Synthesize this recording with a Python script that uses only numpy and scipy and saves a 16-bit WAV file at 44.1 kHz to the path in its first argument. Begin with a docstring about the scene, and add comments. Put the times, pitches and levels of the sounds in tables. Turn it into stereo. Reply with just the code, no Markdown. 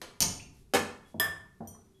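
"""A plunger clicks as a long spark lighter is used at a gas ring in a small, hard-walled kitchen.
Its spring snaps, the gas catches with a soft whump and the lighter clanks back.
Two dull table knocks follow, with a ringing clink of steel cookware between them, then a tink of bangles.
Solid bodies sound as shaped noise for their dense modes and wavering sines for their clear ones.
Each contact's energy feeds the body, which rings down and feeds the room; cloth and hush are coloured noise."""
import sys
import numpy as np
from scipy import signal
from scipy.fft import rfft, irfft
from scipy.io import wavfile

SR = 44100
rng = np.random.default_rng(int(sys.argv[2]) if len(sys.argv) > 2 else 0)


def store_pcm(level_fs):
    """Save levels as 16-bit WAV."""
    pcm = np.round(np.clip(level_fs, -1, 1) * 32767).astype(np.int16)
    wavfile.write(sys.argv[1], SR, np.atleast_2d(pcm).T)


N = 88200
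TIME, FREQS = np.arange(N) / SR, np.arange(N // 2 + 1) * SR / N

# the kitchen's reverberation time: (frequency [Hz], t60 [s])
ROOM_T60 = [(90, 0.45), (220, 0.62), (500, 0.49), (1100, 0.57), (2500, 0.46), (6000, 0.43), (9500, 0.4),
            (14000, 0.12)]
CONTACT_S = 0.0044   # usual t60 of the energy a contact delivers

# Contact tables give each level as if the contact's energy were spread over a tenth of a second.


def lighter():
    """Impacts excite modes: the plunger clicks, the spring rattles in its tube, the lighter clanks back."""
    # contacts: (time [s], level [dB])
    clicks = [(.0160, -44), (.0185, -47.5)]
    snaps = [(.2050, -30), (.2105, -34), (.2183, -29), (.2243, -32)]
    clanks = [(.7364, -28.5), (.7422, -34), (.7475, -27.5)]
    # colour of the dense modes: (frequency [Hz], density [dB per Hz])
    plunger_colour = [(280, -3.5), (400, 1.5), (5000, -7.5), (7500, -13.5), (9000, -13), (12500, -17),
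                      (15500, -46.5)]
    spring_colour = [(150, -10), (600, -13), (1000, -11.5), (1500, -20.5), (3000, -12), (4100, -12.5),
                     (4800, -5.5), (6950, -3), (7500, -21.5), (8700, -5), (10200, -16.5), (12200, -13),
                     (16000, -33)]
    clank_colour = [(70, -42), (150, -8), (420, -3), (650, -3.5), (1800, -4), (5000, -15.5), (7000, -13.5),
                    (7500, -26.5), (8200, -9.5), (9800, -31.5), (10700, -16.5), (12500, -19.5),
                    (15500, -42.5)]
    # clear modes: (frequency [Hz], level relative to the contact [dB], t60 [s])
    spring_modes = [(4786, -16, 0.17), (6180, -20.5, 0.17), (6970, -12, 0.32), (6982, -14, 0.18)]
    clank_modes = [(222, -12, 0.34), (402, -7.5, 0.11), (484.8, -6, 0.15), (783, -10.5, 0.18),
                   (1435, -16.5, 0.15), (1760, -12, 0.42), (3073, -17.5, 0.08)]

    click = clatter(clicks, plunger_colour, ring_s=0.011, room_db=2, pan_db=0.5)

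    # the hard first strike of the spring's hammer
    crack_s = 0.0031
    crack = clatter(snaps[:1], spring_colour, ring_s=crack_s, room_db=-6.5, pan_db=2.5,
                    contact_s=crack_s)
    crack = from_db(-3.5) * crack

    snap = clatter(snaps, spring_colour, ring_s=0.2, room_db=0, pan_db=2.0, low_lag=0.86)
    snap = snap + ring(snaps, spring_modes, room_db=-4.5, pan_db=8.5)

    clank = clatter(clanks, clank_colour, ring_s=0.18, room_db=-3.5, pan_db=1.5, low_lag=0.13)
    clank = clank + ring(clanks, clank_modes, room_db=-6, pan_db=2.0)
    return click + crack + snap + clank


def flame():
    """Sudden combustion: the gathered gas catches just after the spark with a low, swelling whump."""
    # colour of the whump: (frequency [Hz], density [dB per Hz])
    whump_colour = [(35, -5), (120, -9.5), (240, 1), (320, -19.5), (3000, -55)]
    catch_s, level_db, swell_s = 0.208, -45, 0.04
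    return clatter([(catch_s, level_db)], whump_colour, ring_s=0.26, room_db=0, pan_db=5.5,
                   contact_s=swell_s, low_lag=0.053)


def cookware():
    """Modal ringing: a steel vessel is struck and bounces once; here and there metal only brushes metal."""
    # strike and bounce, then touches so light that one thin tone sounds: (time [s], level [dB])
    strikes = [(1.1984, -33.5), (1.2440, -48)]
    grazes = [(1.050, -68.5), (1.945, -74)]
    # brushes: (time [s], level [dB], pitch [Hz], spread [frequency ratio], t60 of the contact [s])
    brushes = [(0.395, -51.5, 2635, 1.18, 0.033), (1.745, -64, 1060, 1.85, 0.086)]
    # colour of the vessel's dense modes: (frequency [Hz], density [dB per Hz])
    steel_colour = [(100, -17), (400, -2), (1000, 2), (2600, -6), (3400, -4.5), (4200, -19.5),
                    (8400, -12.5), (12700, -12), (13600, -45)]
    # clear modes, main note and thin tone: (frequency [Hz], level relative to the contact [dB], t60 [s])
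    steel_modes = [(643, -15, .3), (1176, -8, 0.17), (3340, -4, 0.032), (5070, -5.5, 0.099),
                   (6070, -26.5, .05), (7170, -17, 0.065), (8247, -13, 0.1), (9560, -13.5, .07),
                   (11120, -8, 0.018), (12350, -1, 0.042)]
    main_note = [(1773.5, 5.5, 0.25)]
    thin_tone = [(3350, -0.5, 0.38)]

    clink = clatter(strikes, steel_colour, ring_s=0.0051, room_db=5.0, pan_db=-0.5)
    clink = clink + ring(strikes, steel_modes, room_db=-4, pan_db=5)
    clink = clink + ring(strikes, main_note, room_db=6.5, pan_db=3.5)   # swells in the room
    clink = clink + ring(grazes, thin_tone, room_db=0, pan_db=1)
    for s, db, hz, spread, length_s in brushes:
        resonance = [(hz / 3, -60), (hz / spread, -16), (hz, 0), (hz * spread, -16), (hz * 3, -60)]
        clink = clink + clatter([(s, db)], resonance, ring_s=0.053, room_db=0.0, pan_db=1.5,
                                contact_s=length_s)
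    return clink


def table():
    """Contact stiffness limits bandwidth: the softer a knock on the laden table, the lower its treble ends."""
    # knocks: (time [s], level before the treble is cut [dB], top of the treble [Hz])
    knocks = [(1.142, -44.5, 1020), (1.6046, -42.5, 1530)]
    # colour of the dense modes: (frequency [Hz], density [dB per Hz])
    wood_colour = [(50, -37), (230, -1.5), (450, -4.5), (700, -3), (1300, -19.5)]
    # clear mode: (frequency [Hz], level relative to the contact [dB], t60 [s])
    wood_modes = [(220.8, -3, 0.15)]
    out = 0
    for s, db, top_hz in knocks:
        knock = clatter([(s, db)], wood_colour, ring_s=0.038, room_db=4, pan_db=0.5)
        knock = knock + ring([(s, db)], wood_modes, room_db=-3.5, pan_db=-1)
        soften = signal.butter(8, top_hz, fs=SR, output="sos")
        out = out + signal.sosfilt(soften, knock)
    return out


def bangles():
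    """Modal ringing of small rings: clear high tones over a short, fainter touch of dense modes."""
    # touch: (time [s], level [dB])
    tinks = [(1.6735, -48.5)]
    # clear modes: (frequency [Hz], level relative to the contact [dB], t60 [s])
    bangle_modes = [(3200, -22, 0.069), (4550, -27, .05), (5930, -3.5, 0.081), (6820, -15.5, 0.06),
                    (8590, -9.5, 0.081), (9400, -12.5, 0.075), (12770, -16, 0.024)]
    # colour of the touch: (frequency [Hz], density [dB per Hz])
    touch_colour = [(4000, -30), (9000, -18), (13000, 8), (16000, -34)]
    touch = clatter(tinks, touch_colour, ring_s=0.009, room_db=3, pan_db=2)
    return ring(tinks, bangle_modes, room_db=6, pan_db=1.5) + from_db(-8) * touch


def cloth():
    """Friction noise: cloth moving with the arm is broadband noise under smooth swells."""
    # rustles: (time of the peak [s], peak level [dB], half length, one standard deviation [s])
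    rustles = [(0.582, -66, .045), (1.098, -65.5, 0.028)]
    # colour of the rustle: (frequency [Hz], density [dB per Hz])
    cloth_colour = [(12000, 3), (15000, -25)]
    swell = sum(from_db(db) * np.exp(-.5 * ((TIME - s) / half) ** 2) for s, db, half in rustles)
    return swell * coloured(cloth_colour)


def room_boom():
    """Room resonance: jolts set the lowest standing waves of the kitchen booming."""
    # jolts: (time [s], level [dB])
    thumps = [(.215, -45), (.745, -48), (1.15, -50), (1.24, -53), (1.61, -54.5)]
    # lowest room modes: (frequency [Hz], level relative to the jolt [dB], t60 [s])
    room_modes = [(92.46, 0, 0.6), (162.9, -1, 0.15)]
    return ring(thumps, room_modes, room_db=5.5, pan_db=0)


def room_hush():
    """Stationary background noise: a steady hush of fixed colour."""
    # colour of the hush: (frequency [Hz], density [dB per Hz])
    hush_colour = [(25, -5.5), (196, -2), (326, -14), (383, -1.5), (515, -23), (2900, -30), (12100, -31),
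                   (15000, -54.5)]
    return from_db(-61.5) * coloured(hush_colour, pan_db=1.5)


def clatter(contacts, spectrum, ring_s, room_db, pan_db, contact_s=CONTACT_S, low_lag=.5):
    """High modal density: modes merge into noise with t60 ring_s at 1 kHz, longer the lower they are."""
    # dense modes bunch into random peaks and gaps, wider at higher frequencies
    ragged_db, width_at_1khz_hz = 4.0, 30
    place = 2 * np.sqrt(1000 * FREQS) / width_at_1khz_hz
    bunches = from_db(ragged_db * np.interp(place, np.arange(N), rng.standard_normal(N)))
    noise = rms_one(irfft(rfft(coloured(spectrum, pan_db)) * bunches, N))
    modes = rfft(noise)

    # overlapping bands that add up to the whole, each with its own decay
    centres = [hz for hz, _ in ROOM_T60]
    out = 0
    for hz, share in zip(centres, np.eye(len(centres))):
        band = irfft(modes * at_hz(list(zip(centres, share)), FREQS), N)
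        band_ring_s = ring_s * (hz / 1000) ** -low_lag
        direct, echoes = energies(contacts, hz, band_ring_s, room_db, contact_s)
        out = out + band * np.sqrt(direct + echoes)
    return out


def ring(contacts, modes, room_db, pan_db):
    """Interference of echoes: a clear mode is pure at the strike and wavers as the echoes take over."""
    # full wavering, reached where only echoes remain; it is faster the higher the tone
    flutter_db, flutter_hz, flutter_share, phase_wander_rad = 1.84, 25, 0.021, 0.81
    out = 0
    for hz, db, t60 in modes:
        # a pure tone's echoes fade in a share of the room's time
        direct, echoes = energies(contacts, hz, t60, room_db, CONTACT_S, tail_share=0.9)
        blur = np.sqrt(echoes / (direct + echoes))
        phase = 2 * np.pi * (hz * TIME + rng.random())
        rate_hz = flutter_hz + flutter_share * hz
        pair = []
        for wave in (np.sin, np.cos):
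            flutter = from_db(flutter_db * blur * drift(rate_hz))
            wander = phase_wander_rad * blur * drift(rate_hz)
            pair.append(flutter * wave(phase + wander))
        tone = rms_one(to_ears(*pair, hz, pan_db))
        out = out + from_db(db) * tone * np.sqrt(direct + echoes)
    return out


def energies(contacts, hz, ring_s, room_db, contact_s, tail_share=1):
    """Energy flow: contacts feed the body, which rings down and feeds the room; direct and echoed power."""
    power = np.zeros(N)
    for s, db in contacts:
        power[int(np.clip(s * SR, 0, N - 1))] += from_db(db) ** 2 * SR / 10
    wet = from_db(room_db) ** 2   # echoed energy relative to direct
    rise_cycles = 6   # a body takes some cycles to answer a contact
    driven = die_away(power, contact_s + rise_cycles / hz)
    direct = die_away(driven, ring_s) / (1 + wet)
    echoes = wet * die_away(direct, tail_share * at_hz(ROOM_T60, hz))
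    return direct, echoes


def die_away(power, t60):
    """Exponential decay: energy is spread over a tail that falls 60 dB in t60 seconds."""
    keep = from_db(-120 / (max(t60, 1e-4) * SR))   # twice 60, as this gain acts on power
    return signal.lfilter([1 - keep], [1, -keep], power + 1e-20)


def to_ears(mid, side, hz, pan_db):
    """Interchannel coherence: unrelated signals are mixed to left and right with the room's likeness."""
    # between the channels: (frequency [Hz], correlation [-1 to 1], left minus right before pan_db [dB])
    stereo = [(220, 0.91, 1), (470, 0.022, 1), (1290, -0.17, 3.5), (2520, -0.13, 0.5), (5400, 0.0048, 7.5),
              (8300, -0.16, 3.5), (12200, 0.12, -2.5)]
    alike = np.clip(at_hz(stereo, hz), -.99, .99)
    lean = from_db(at_hz(stereo, hz, column=2) + pan_db)
    mid, side = mid * np.sqrt(1 + alike), side * np.sqrt(1 - alike)
    return np.array([(mid + side) * lean, mid - side]) / np.sqrt(1 + lean ** 2)


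def coloured(spectrum, pan_db=0):
    """Spectral shaping: stereo white noise is filtered to a given colour, rms 1."""
    mid, side = rfft(rng.standard_normal((2, N)))
    shaped = to_ears(mid, side, FREQS, pan_db) * from_db(at_hz(spectrum, FREQS))
    return rms_one(irfft(shaped, N))


def drift(rate_hz):
    """Low-pass random process: smooth motion with a spread of 1, slower for a lower rate."""
    spectrum = rfft(rng.standard_normal(N)) / (1 + (FREQS / rate_hz) ** 2) ** 2
    return rms_one(irfft(spectrum, N))


def at_hz(points, hz, column=1):
    """Logarithmic pitch axis: a table's column is interpolated over log frequency."""
    points = np.array(points)
    return np.interp(np.log(np.maximum(hz, 1)), np.log(points[:, 0]), points[:, column])


def from_db(db):
    """Decibel law: level to amplitude gain."""
    return 10 ** (np.asarray(db) / 20)


def rms_one(x):
    """Mean power: scale to unit rms."""
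    return x / np.sqrt(np.mean(x ** 2) + 1e-20)


def scene():
    """Superposition: all sources add over the boom and the hush of the room."""
    struck = lighter() + flame() + cookware() + table() + bangles()
    return struck + cloth() + room_boom() + room_hush()


def record(dry):
    """Band limiting: a steep elliptic low-pass ends the treble at 16 kHz."""
    low_pass = signal.ellip(10, .1, 90, 16000, fs=SR, output="sos")
    return signal.sosfilt(low_pass, dry)


dry = scene()
out = record(dry)
store_pcm(out)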